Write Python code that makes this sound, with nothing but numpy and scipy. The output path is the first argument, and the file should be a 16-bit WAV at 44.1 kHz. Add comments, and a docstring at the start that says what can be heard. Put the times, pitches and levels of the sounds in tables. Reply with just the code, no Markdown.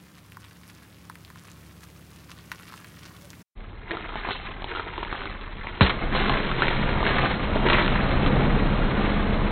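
"""Watermelon under a car tyre

Outdoors on rough pavement, one microphone. Grit ticks and scuffs underfoot, a car idles some way off,
and a faint hoot comes from far away. After a short silence a car creeps onto a watermelon close by:
the rind crackles under the tyre, bursts with a hollow thud, and the flesh is mashed in wet crunches
while the engine labours and picks up again."""
import sys
import numpy as np
from scipy import signal
from scipy.fft import rfft, irfft, next_fast_len
from scipy.io import wavfile

SR = 44100
rng = np.random.default_rng(int(sys.argv[2]) if len(sys.argv) > 2 else 0)


def unload_audio(sound):
    """Save the sound as a 16-bit wav file, at the path given as the first command line argument."""
    columns = np.transpose(np.atleast_2d(sound))
    # keep every value between -1 and 1, then stretch to whole-number steps
    steps = np.round(np.clip(columns, -1, 1) * 32767)
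    wavfile.write(sys.argv[1], SR, steps.astype(np.int16))


N = 419391
TIME = np.arange(N) / SR
YARD_END_S, CAR_START_S, BURST_S = 3.43, 3.552, 5.809

# Open air around the microphone. Each row: frequency in Hz, relative density in dB.
AIR_SPECTRUM = [(25, -23), (45, -5), (75, -3.5), (175, -5), (350, -5.5), (860, -14), (1050, -14.5),
                (2100, -17.5), (7000, -24.5)]
# The idling car, some way off. Each row: time in seconds, firings per second.
IDLE_RATE = [(0.3, 25.7), (1.4, 24.4), (2.0, 23.6), (3.4, 24)]
# Its partials from the third up. Each entry: relative level in dB.
IDLE_PARTIALS = [-62, -59, -64, -59.5, -58.5, -67.5]
# A second, faster motor slowly gaining speed. Each row: time in seconds, turns per second.
MOTOR_RATE = [(0.1, 34.7), (2, 35.6), (3.3, 36.7)]
# Its partials from the second up. Each entry: relative level in dB.
MOTOR_PARTIALS = [-61, -58.5, -65, -59, -63, -67, -67, -66.5]
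# Grit grinding on the pavement. Each row: frequency in Hz, gain in dB.
SCUFF_SPECTRUM = [(800, -10), (1100, 2.5), (5500, -7.5), (8000, -12.5), (11500, -11), (15500, -29)]
# Scuffs of a sole. Each row: time of the peak in seconds, level in dB, length in seconds.
SOLE_SCUFFS = [(.47, -61.5, 0.17), (.69, -54, 0.045), (1.455, -59.5, 0.16), (1.83, -53.5, 0.037),
               (2.308, -51, 0.021), (2.683, -51, 0.26), (3.054, -50.5, 0.09)]
# Grit snapping under a shoe. Each row: start in seconds, level in dB, click pitch in Hz.
GRIT_TICKS = [(0.321, -31.5, 2580), (0.37, -29, 1210), (0.634, -38, 1900), (0.75, -38, 5500),
              (1.0983, -25.5, 1240), (1.155, -30, 1950), (1.249, -32, 3580), (1.302, -32, 1400),
              (1.358, -35, 1250), (1.516, -34, 6000), (2.296, -35, 1350), (2.517, -16, 1640),
              (2.723, -32, 1240), (2.739, -30, 1300), (2.845, -31, 1900), (3.304, -28.5, 5500),
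              (3.332, -32, 1820)]
# A faint hoot, far off. Each row: start in seconds, level in dB, pitch in Hz.
FAR_HOOTS = [(3.205, -51.5, 575)]

# The near car's engine. Each row: time in seconds, firings per second, effort in dB.
ENGINE_LOAD = [(3.6, 37, -47), (5.1, 35, -44), (5.75, 33, -43.5), (5.98, 25.6, -32.5), (6.3, 21.8, -26),
               (6.5, 18.9, -31.5), (6.95, 20.4, -24.5), (7.35, 24.8, -27.5), (7.7, 27.5, -24.5),
               (8.4, 30, -21), (8.8, 31.6, -24), (9.5, 32.2, -24.5)]
# Exhaust partials at multiples of half the firing rate. Each entry: relative level in dB.
EXHAUST_PARTIALS = [-13.5, -2.5, -10, -13.5, -10, -16]
# Exhaust rumble and engine roar. Each row: frequency in Hz, relative density in dB.
RUMBLE_SPECTRUM = [(12, -16), (24, 3.5), (40, -1), (55, -9.5), (100, -11), (200, -35.5)]
ROAR_SPECTRUM = [(40, -17), (80, -5), (200, 0), (300, -4), (600, -8.5), (1200, -14), (2200, -23.5),
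                 (4200, -38.5)]
# Resonances of the car's body. Each row: frequency in Hz, width in Hz, relative level in dB.
BODY_MODES = [(136, 4.1, -5.5), (170, 21, -10), (212.1, 11, -3.5), (256.4, 10, -11)]
# A drone under the bonnet, perhaps the cooling fan. Each row: pitch in Hz, dB against the effort.
FAN_TONES = [(135.3, -12), (203.6, -12.5)]

# Steady crackle under the tyre's weight. Each row: time in seconds, relative level in dB.
TYRE_PRESSURE = [(3.57, -52), (3.8, -48.5), (4.1, -38), (4.55, -43.5), (4.9, -35.5), (5.5, -44.5),
                 (5.68, -36.5), (6.8, -31.5), (8.2, -30.5), (9.5, -33)]
# The melon giving way. Each row: peak time in seconds, relative level in dB, rise and fall in seconds.
CRUNCH_SURGES = [(3.91, -36, 0.034, 0.24), (4.18, -33.5, 0.035, 0.18), (4.311, -30, 0.051, 0.046),
                 (4.46, -33, 0.018, 0.054), (4.70, -32, 0.037, 0.07), (4.765, -27.5, 0.015, 0.038),
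                 (5.161, -32, 0.14, 0.22), (5.871, -21.5, 0.031, .02), (5.9, -19.5, 0.0053, 0.011),
                 (6.168, -22.5, 0.036, 0.34), (6.319, -33.5, 0.033, 0.063), (6.68, -26.5, 0.12, 0.25),
                 (7.08, -23, 0.037, 0.074), (7.27, -25, 0.13, 0.074), (7.72, -20.5, 0.06, 0.2),
                 (8.27, -25.5, 0.0079, 0.012), (8.99, -34, 0.04, 0.29)]
# Pockets of juice squirting out. Each row: peak time in seconds, relative level in dB.
JUICE_SQUIRTS = [(3.907, -26), (6.045, -25.5), (6.157, -24.5), (6.3, -23.5), (7.24, -22.5), (7.56, -25),
                 (7.66, -22), (8.99, -23)]
# Tiny breaks in the rind, flesh still sealed in, flesh lying open, and the fine spray of juice.
# Each row: frequency in Hz, gain in dB.
FIBRE_SPECTRUM = [(300, -23), (700, -8.5), (950, 1), (2200, 0.5), (2800, -8), (3500, -8), (4300, -16.5)]
SEALED_FLESH_SPECTRUM = [(200, -23), (300, -0.5), (390, 3), (600, -5.5), (850, -2), (1200, -17)]
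OPEN_FLESH_SPECTRUM = [(200, -6), (330, 3.5), (800, -3), (1300, -13.5)]
SPRAY_SPECTRUM = [(1200, -22.5), (2800, -1.5), (4200, -6.5)]
# Single fractures. Each row: time in seconds, level in dB, ring in Hz, sharp edge in dB against the ring.
RIND_CRACKS = [(3.908, -13, 1800, -6), (3.914, -16, 1880, -8), (3.969, -18, 1350, -6),
               (4.155, -18, 890, -3), (4.287, -14, 960, -1), (4.307, -17, 1450, 3), (4.62, -26.5, 800, 8),
               (4.642, -20.5, 890, 9), (4.749, -22, 1410, -4), (4.77, -20, 1330, -8),
               (4.795, -15.5, 1290, -14), (4.978, -19, 1040, 3), (5.028, -16, 980, -14),
               (5.126, -15, 1240, -16), (5.255, -20, 1360, 3), (5.411, -28, 3500, -1), (5.808, -6, 1550, 1),
               (5.863, -14, 1806, -6), (5.895, -13.5, 1205, 7.5), (6.15, -10.5, 1020, -4),
               (6.295, -10, 1160, 7), (6.514, -12.5, 1273, -3), (6.62, -5, 1440, -0.5),
               (6.681, -6, 2230, -7), (7.028, -9.5, 1070, -5), (7.064, -7.5, 1628, -7),
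               (7.686, -10.5, 1421, 5), (7.699, -11.5, 1090, 11), (7.722, -9.5, 1110, -5),
               (7.731, -8, 2600, 5), (7.861, -15, 1890, -2), (7.878, -13, 2920, -3),
               (8.261, -12.5, 1277, 3)]
# The rind tearing open. Each row: frequency in Hz, relative density in dB.
SPLIT_SPECTRUM = [(100, -6), (380, -0.5), (1500, -6.5), (4200, -10)]
# A low thump as the car drops onto its tyre, and the hollow ring of the bursting melon. Each row: pitch in Hz,
# level in dB, seconds to fall by 60 dB.
BURST_MODES = [(34, -20, 0.3), (189.4, -14, 0.19)]


def amp(db):
    """Decibels to gain."""
    return 10 ** (np.asarray(db) / 20)


def unit(x):
    """Scales to rms 1."""
    return x / np.sqrt(np.mean(x ** 2) + 1e-20)


def controls(rows):
    """Each column of a curve table, sample by sample."""
    s, *columns = np.transpose(rows)
    return [np.interp(TIME, s, c) for c in columns]


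def add(mix, s, sound):
    """Mixes a sound in at time s."""
    part = mix[round(s * SR):][:len(sound)]
    part += sound[:len(part)]


def colour(x, spectrum):
    """Filters x by a spectrum table and scales it to rms 1."""
    hz, db = np.transpose(spectrum)
    size = next_fast_len(len(x))
    f = np.fft.rfftfreq(size, 1 / SR)
    gain = amp(np.interp(np.log(f + 1), np.log(hz), db)) * np.minimum(f / hz[0], 1)
    return unit(irfft(rfft(x, size) * gain, size)[:len(x)])


def drift(per_s):
    """A random wander of rms 1 that turns per_s times a second."""
    knots = rng.standard_normal(N // 20)
    return unit(np.interp(TIME * per_s, np.arange(len(knots)), knots))


def low_pass(x, hz):
    """Steep band limit."""
    return signal.oaconvolve(x, signal.firwin(1001, hz, window=("kaiser", 8), fs=SR), "same")


def ring(hz, cycles, t):
    """A damped vibration that falls to 1/e in the given cycles."""
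    return np.sin(2 * np.pi * hz * t) * np.exp(-t * hz / cycles)


def grains(per_s, spread_db, low_hz, high_hz, cycles, count=32):
    """Random tiny fractures at count pitches, most small and a few large; equal power at any density."""
    at = np.flatnonzero(rng.random(N) < per_s / SR)
    strength = amp(spread_db * np.minimum(rng.exponential(1, N), 4))
    size = (strength * rng.choice([-1, 1], N) / np.sqrt(per_s))[at]
    pitch_index = rng.integers(0, count, N)[at]
    out, t = np.zeros(N + 1024), np.arange(1024) / SR
    for k, hz in enumerate(np.geomspace(low_hz, high_hz, count)):
        chosen = pitch_index == k
        np.add.at(out, at[chosen, None] + np.arange(len(t)), size[chosen, None] * hz * ring(hz, cycles, t))
    return out[:N]


def reflect(x, wet_db, t60, count=3):
    """Direct sound plus short echoes off the ground and things nearby, shifting as the source moves."""
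    echoes, t = np.zeros(N), np.arange(SR // 4) / SR
    for k in range(count):
        tail = rng.standard_normal(len(t)) * amp(-60 * t / t60) * (t > .002)
        share = np.sqrt(2 / count) * np.cos(2 * np.pi * (TIME + k / count) + drift(2))
        echoes += signal.oaconvolve(x * share, tail / np.linalg.norm(tail))[:N]
    return x + amp(wet_db) * echoes


def hum(speed, partials, first, waver_db):
    """A machine running evenly: clean partials from the given one up, each wavering slowly."""
    turns = np.cumsum(controls(speed)[0]) / SR
    return sum(amp(db + waver_db * drift(2.45)) * np.sin(2 * np.pi * (k * turns + rng.random()))
               for k, db in enumerate(partials, first))


def yard_ambience():
    """Open air with an idling car and a second motor some way off, all growing a little louder."""
    air = colour(rng.standard_normal(N), AIR_SPECTRUM)
    idle = hum(IDLE_RATE, IDLE_PARTIALS, first=3, waver_db=2.5)
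    motor = hum(MOTOR_RATE, MOTOR_PARTIALS, first=2, waver_db=1.0)
    return amp(-57.5 + 1.38 * TIME) * (air + amp(4) * unit(idle + motor))


def grit_tick(hz):
    """A stone snaps under a shoe: a dry click of two cycles, a bright edge and a knock of the sole."""
    t, sole_hz = np.arange(2048) / SR, 1050
    click = np.sin(2 * np.pi * hz * t) * np.sin(np.pi * np.minimum(t * hz / 2, 1)) ** 2
    edge = amp(-4) * ring(4200, 1, t) + amp(-13) * rng.standard_normal(len(t)) * np.exp(-t / 0.001)
    knock = (sole_hz / hz) ** 2 * ring(sole_hz, 4, t)  # strongest under the dull clicks
    return click + edge + amp(-5.5) * knock


def grit_underfoot():
    """Soles grind and snap loose grit; each scuff swells and fades evenly over a faint shuffle."""
    grinding = colour(grains(600, spread_db=2.8, low_hz=900, high_hz=13500, cycles=0.9), SCUFF_SPECTRUM)
    shuffle_power = amp(-59.5) ** 2
    scuff_power = sum(amp(db) ** 2 / (1 + (2 * (TIME - s) / length) ** 4) for s, db, length in SOLE_SCUFFS)
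    ticks = np.zeros(N)
    for s, db, hz in GRIT_TICKS:
        add(ticks, s, amp(db) * grit_tick(hz))
    ticks = signal.sosfilt(signal.butter(6, 930, "high", fs=SR, output="sos"), ticks)
    return ticks + grinding * np.sqrt(shuffle_power + scuff_power) * amp(2 * drift(60))


def far_hoot():
    """A brief, soft-edged tone from far away."""
    out, t = np.zeros(N), np.arange(int(.08 * SR)) / SR
    for s, db, hz in FAR_HOOTS:
        add(out, s, amp(db) * np.hanning(len(t)) * np.sin(2 * np.pi * hz * t))
    return out


def exhaust(firings):
    """The silencer rounds the pulses off into a throb of wavering partials over a low rumble."""
    throb = sum(amp(db + 2 * drift(10)) * np.cos(np.pi * k * firings + 2 * np.pi * rng.random())
                for k, db in enumerate(EXHAUST_PARTIALS, 1))
    return amp(-1.5) * unit(throb) + amp(-4.5) * colour(rng.standard_normal(N), RUMBLE_SPECTRUM)


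def body_boom(firings, puffs):
    """Puffs shake the panels, and each booms when a partial of the engine cycle sweeps across it."""
    partials = sum(np.cos(np.pi * k * firings + 2 * np.pi * rng.random()) for k in range(4, 22))
    t = np.arange(SR // 2) / SR
    panels = sum(amp(db) * np.sqrt(width) * ring(hz, hz / (np.pi * width), t)
                 for hz, width, db in BODY_MODES)
    return unit(signal.oaconvolve(puffs + amp(-13.5) * partials, panels)[:N])


def fan_drone():
    """Two slightly wavering tones under the bonnet that ignore the engine's speed."""
    return sum(amp(db + 2.8 * drift(3)) * np.sin(2 * np.pi * np.cumsum(hz + 1.206 * drift(6)) / SR)
               for hz, db in FAN_TONES)


def engine():
    """Close by, firings throb in the exhaust and shake the body; the load drags their rate down."""
    firing_hz, effort_db = controls(ENGINE_LOAD)
    firings = np.cumsum(firing_hz * (1 + .01 * drift(14))) / SR
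    throb = amp(-9 + 0.68 * effort_db) * exhaust(firings)  # grows more slowly than the effort
    puffs = (1.3 + np.exp(-(firings % 1) / 0.35)) * rng.standard_normal(N)
    drone = amp(-8) * body_boom(firings, puffs) + amp(-2.5) * colour(puffs, ROAR_SPECTRUM) + fan_drone()
    return throb + amp(effort_db) * drone


def swell(s, db, rise_s, fall_s):
    """Power of one squeeze: it builds up to time s, then relaxes."""
    t = TIME - s
    decay = np.where(t < 0, (t / rise_s) ** 2, t / fall_s)
    return amp(db) ** 2 * np.exp(-2 * np.minimum(decay, 40))


def squeeze_levels():
    """Crackle and squelch in dB: the tyre's weight and the surges drive both, squirts only the flesh."""
    squeeze = amp(controls(TYRE_PRESSURE)[0]) ** 2 + sum(swell(*row) for row in CRUNCH_SURGES)
    squirts = sum(swell(s, db, rise_s=0.0082, fall_s=0.032) for s, db in JUICE_SQUIRTS)
    flesh_db = np.where(TIME < BURST_S, -5, -4)  # the whole rind muffles the squelch until it bursts
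    return 10 * np.log10(squeeze), 10 * np.log10(squeeze * amp(flesh_db) ** 2 + squirts)


def crush():
    """Under the tyre, rind fibres break in clumps while juice pops and sprays out of the flesh."""
    crackle_db, squelch_db = squeeze_levels()
    whole = TIME < BURST_S
    breaks_per_s = np.where(whole, 1300, 3600)  # the breaks crowd together after the burst
    fibres = colour(grains(breaks_per_s, spread_db=2, low_hz=688, high_hz=4460, cycles=2), FIBRE_SPECTRUM)
    pops = grains(breaks_per_s / 3, spread_db=3, low_hz=238.8, high_hz=1209, cycles=2.5, count=24)
    juice = np.where(whole, colour(pops, SEALED_FLESH_SPECTRUM), colour(pops, OPEN_FLESH_SPECTRUM))
    spray = colour(grains(6500, spread_db=6, low_hz=2600, high_hz=4460, cycles=2.2), SPRAY_SPECTRUM)
    clumps_db = 2.4 * unit(drift(140) + 0.54 * drift(45))
    crunch = (fibres * amp(crackle_db - 4) + juice * amp(squelch_db - 4.5)) * amp(clumps_db)
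    # only the hardest squeezes spray juice, so this fizz grows faster than the crackle
    fizz = amp(1.355 * crackle_db - 2.5)
    leak = np.sqrt(swell(s=4.32, db=-38.5, rise_s=0.015, fall_s=0.048))  # hiss through the first split
    # the rind holds for a moment before each larger fracture
    holding = np.max([np.exp(-((TIME - s + 0.0033) / 0.0027) ** 2) for s, *_ in RIND_CRACKS], axis=0)
    return (crunch + spray * (fizz + leak)) * amp(-6 * holding)


def rind_cracks():
    """The larger fractures: a brief ring, a sharp edge, a dying tear and a dull knock of the melon."""
    out, t = np.zeros(N), np.arange(2048) / SR
    tear_band = signal.butter(1, [900, 4000], "band", fs=SR, output="sos")
    for s, db, hz, edge_db in RIND_CRACKS:
        snap = ring(hz, 1.77, t) + amp(edge_db) * ring(3200, 0.7, t)
        tear = unit(signal.sosfilt(tear_band, rng.laplace(size=len(t)))) * np.exp(-t / 0.0062)
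        tear_db = -19.5 + 0.04 * db
        knock = amp(-14.5 if s < BURST_S else -17) * ring(385, 2.1, t)  # stronger while the melon is whole
        add(out, s + 0.00154, amp(db) * (snap + amp(tear_db) * tear + knock))
    return out


def burst():
    """A split races round the rind, the whole melon thuds and rings as the pressure lets go, and the car drops
    onto its tyre."""
    out, t = np.zeros(N), np.arange(SR // 3) / SR
    tearing = amp(-10) * np.exp(-t / 0.022) + amp(-20) * np.exp(-t / 0.068)
    add(out, BURST_S, tearing * colour(rng.standard_normal(len(t)), SPLIT_SPECTRUM))
    # the thud sinks in pitch as the melon opens and goes slack
    taut_hz, slack_hz, sink_s, rise_s, fall_s = 344, 66, 0.0076, 0.0079, 0.023
    thud_hz = slack_hz + (taut_hz - slack_hz) * np.exp(-t / sink_s)
    push = np.minimum(t / rise_s, 1) ** 2 * np.exp(-t / fall_s)
    add(out, BURST_S, amp(-3.5) * push * np.sin(2 * np.pi * np.cumsum(thud_hz) / SR))
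    # the melon's higher ring answers first, the low thump of the car a little later
    for hz, db, t60 in BURST_MODES:
        add(out, BURST_S + 0.5 / hz, amp(db - 60 * t / t60) * np.sin(2 * np.pi * hz * t))
    return out


def scene():
    """The quiet yard, a gap, then the car up close, with rounded peaks and no high treble."""
    car = engine() + reflect(crush() + rind_cracks(), wet_db=-9, t60=0.057) + burst()
    fade_in = np.clip((TIME - CAR_START_S) / 0.026, 0, 1)
    car = low_pass(np.tanh(car) * fade_in, hz=4230)
    yard = yard_ambience() + reflect(grit_underfoot(), wet_db=-7.5, t60=0.058) + far_hoot()
    fade_out = np.clip((YARD_END_S - TIME) / 0.013, 0, 1)
    return (yard * fade_out + car)[None]


def record(dry):
    """One microphone channel: a trace of hiss, then the band limit."""
    return low_pass(dry[0] + amp(-95.5) * rng.standard_normal(N), hz=15850)[None]


dry = scene()
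out = record(dry)
unload_audio(out)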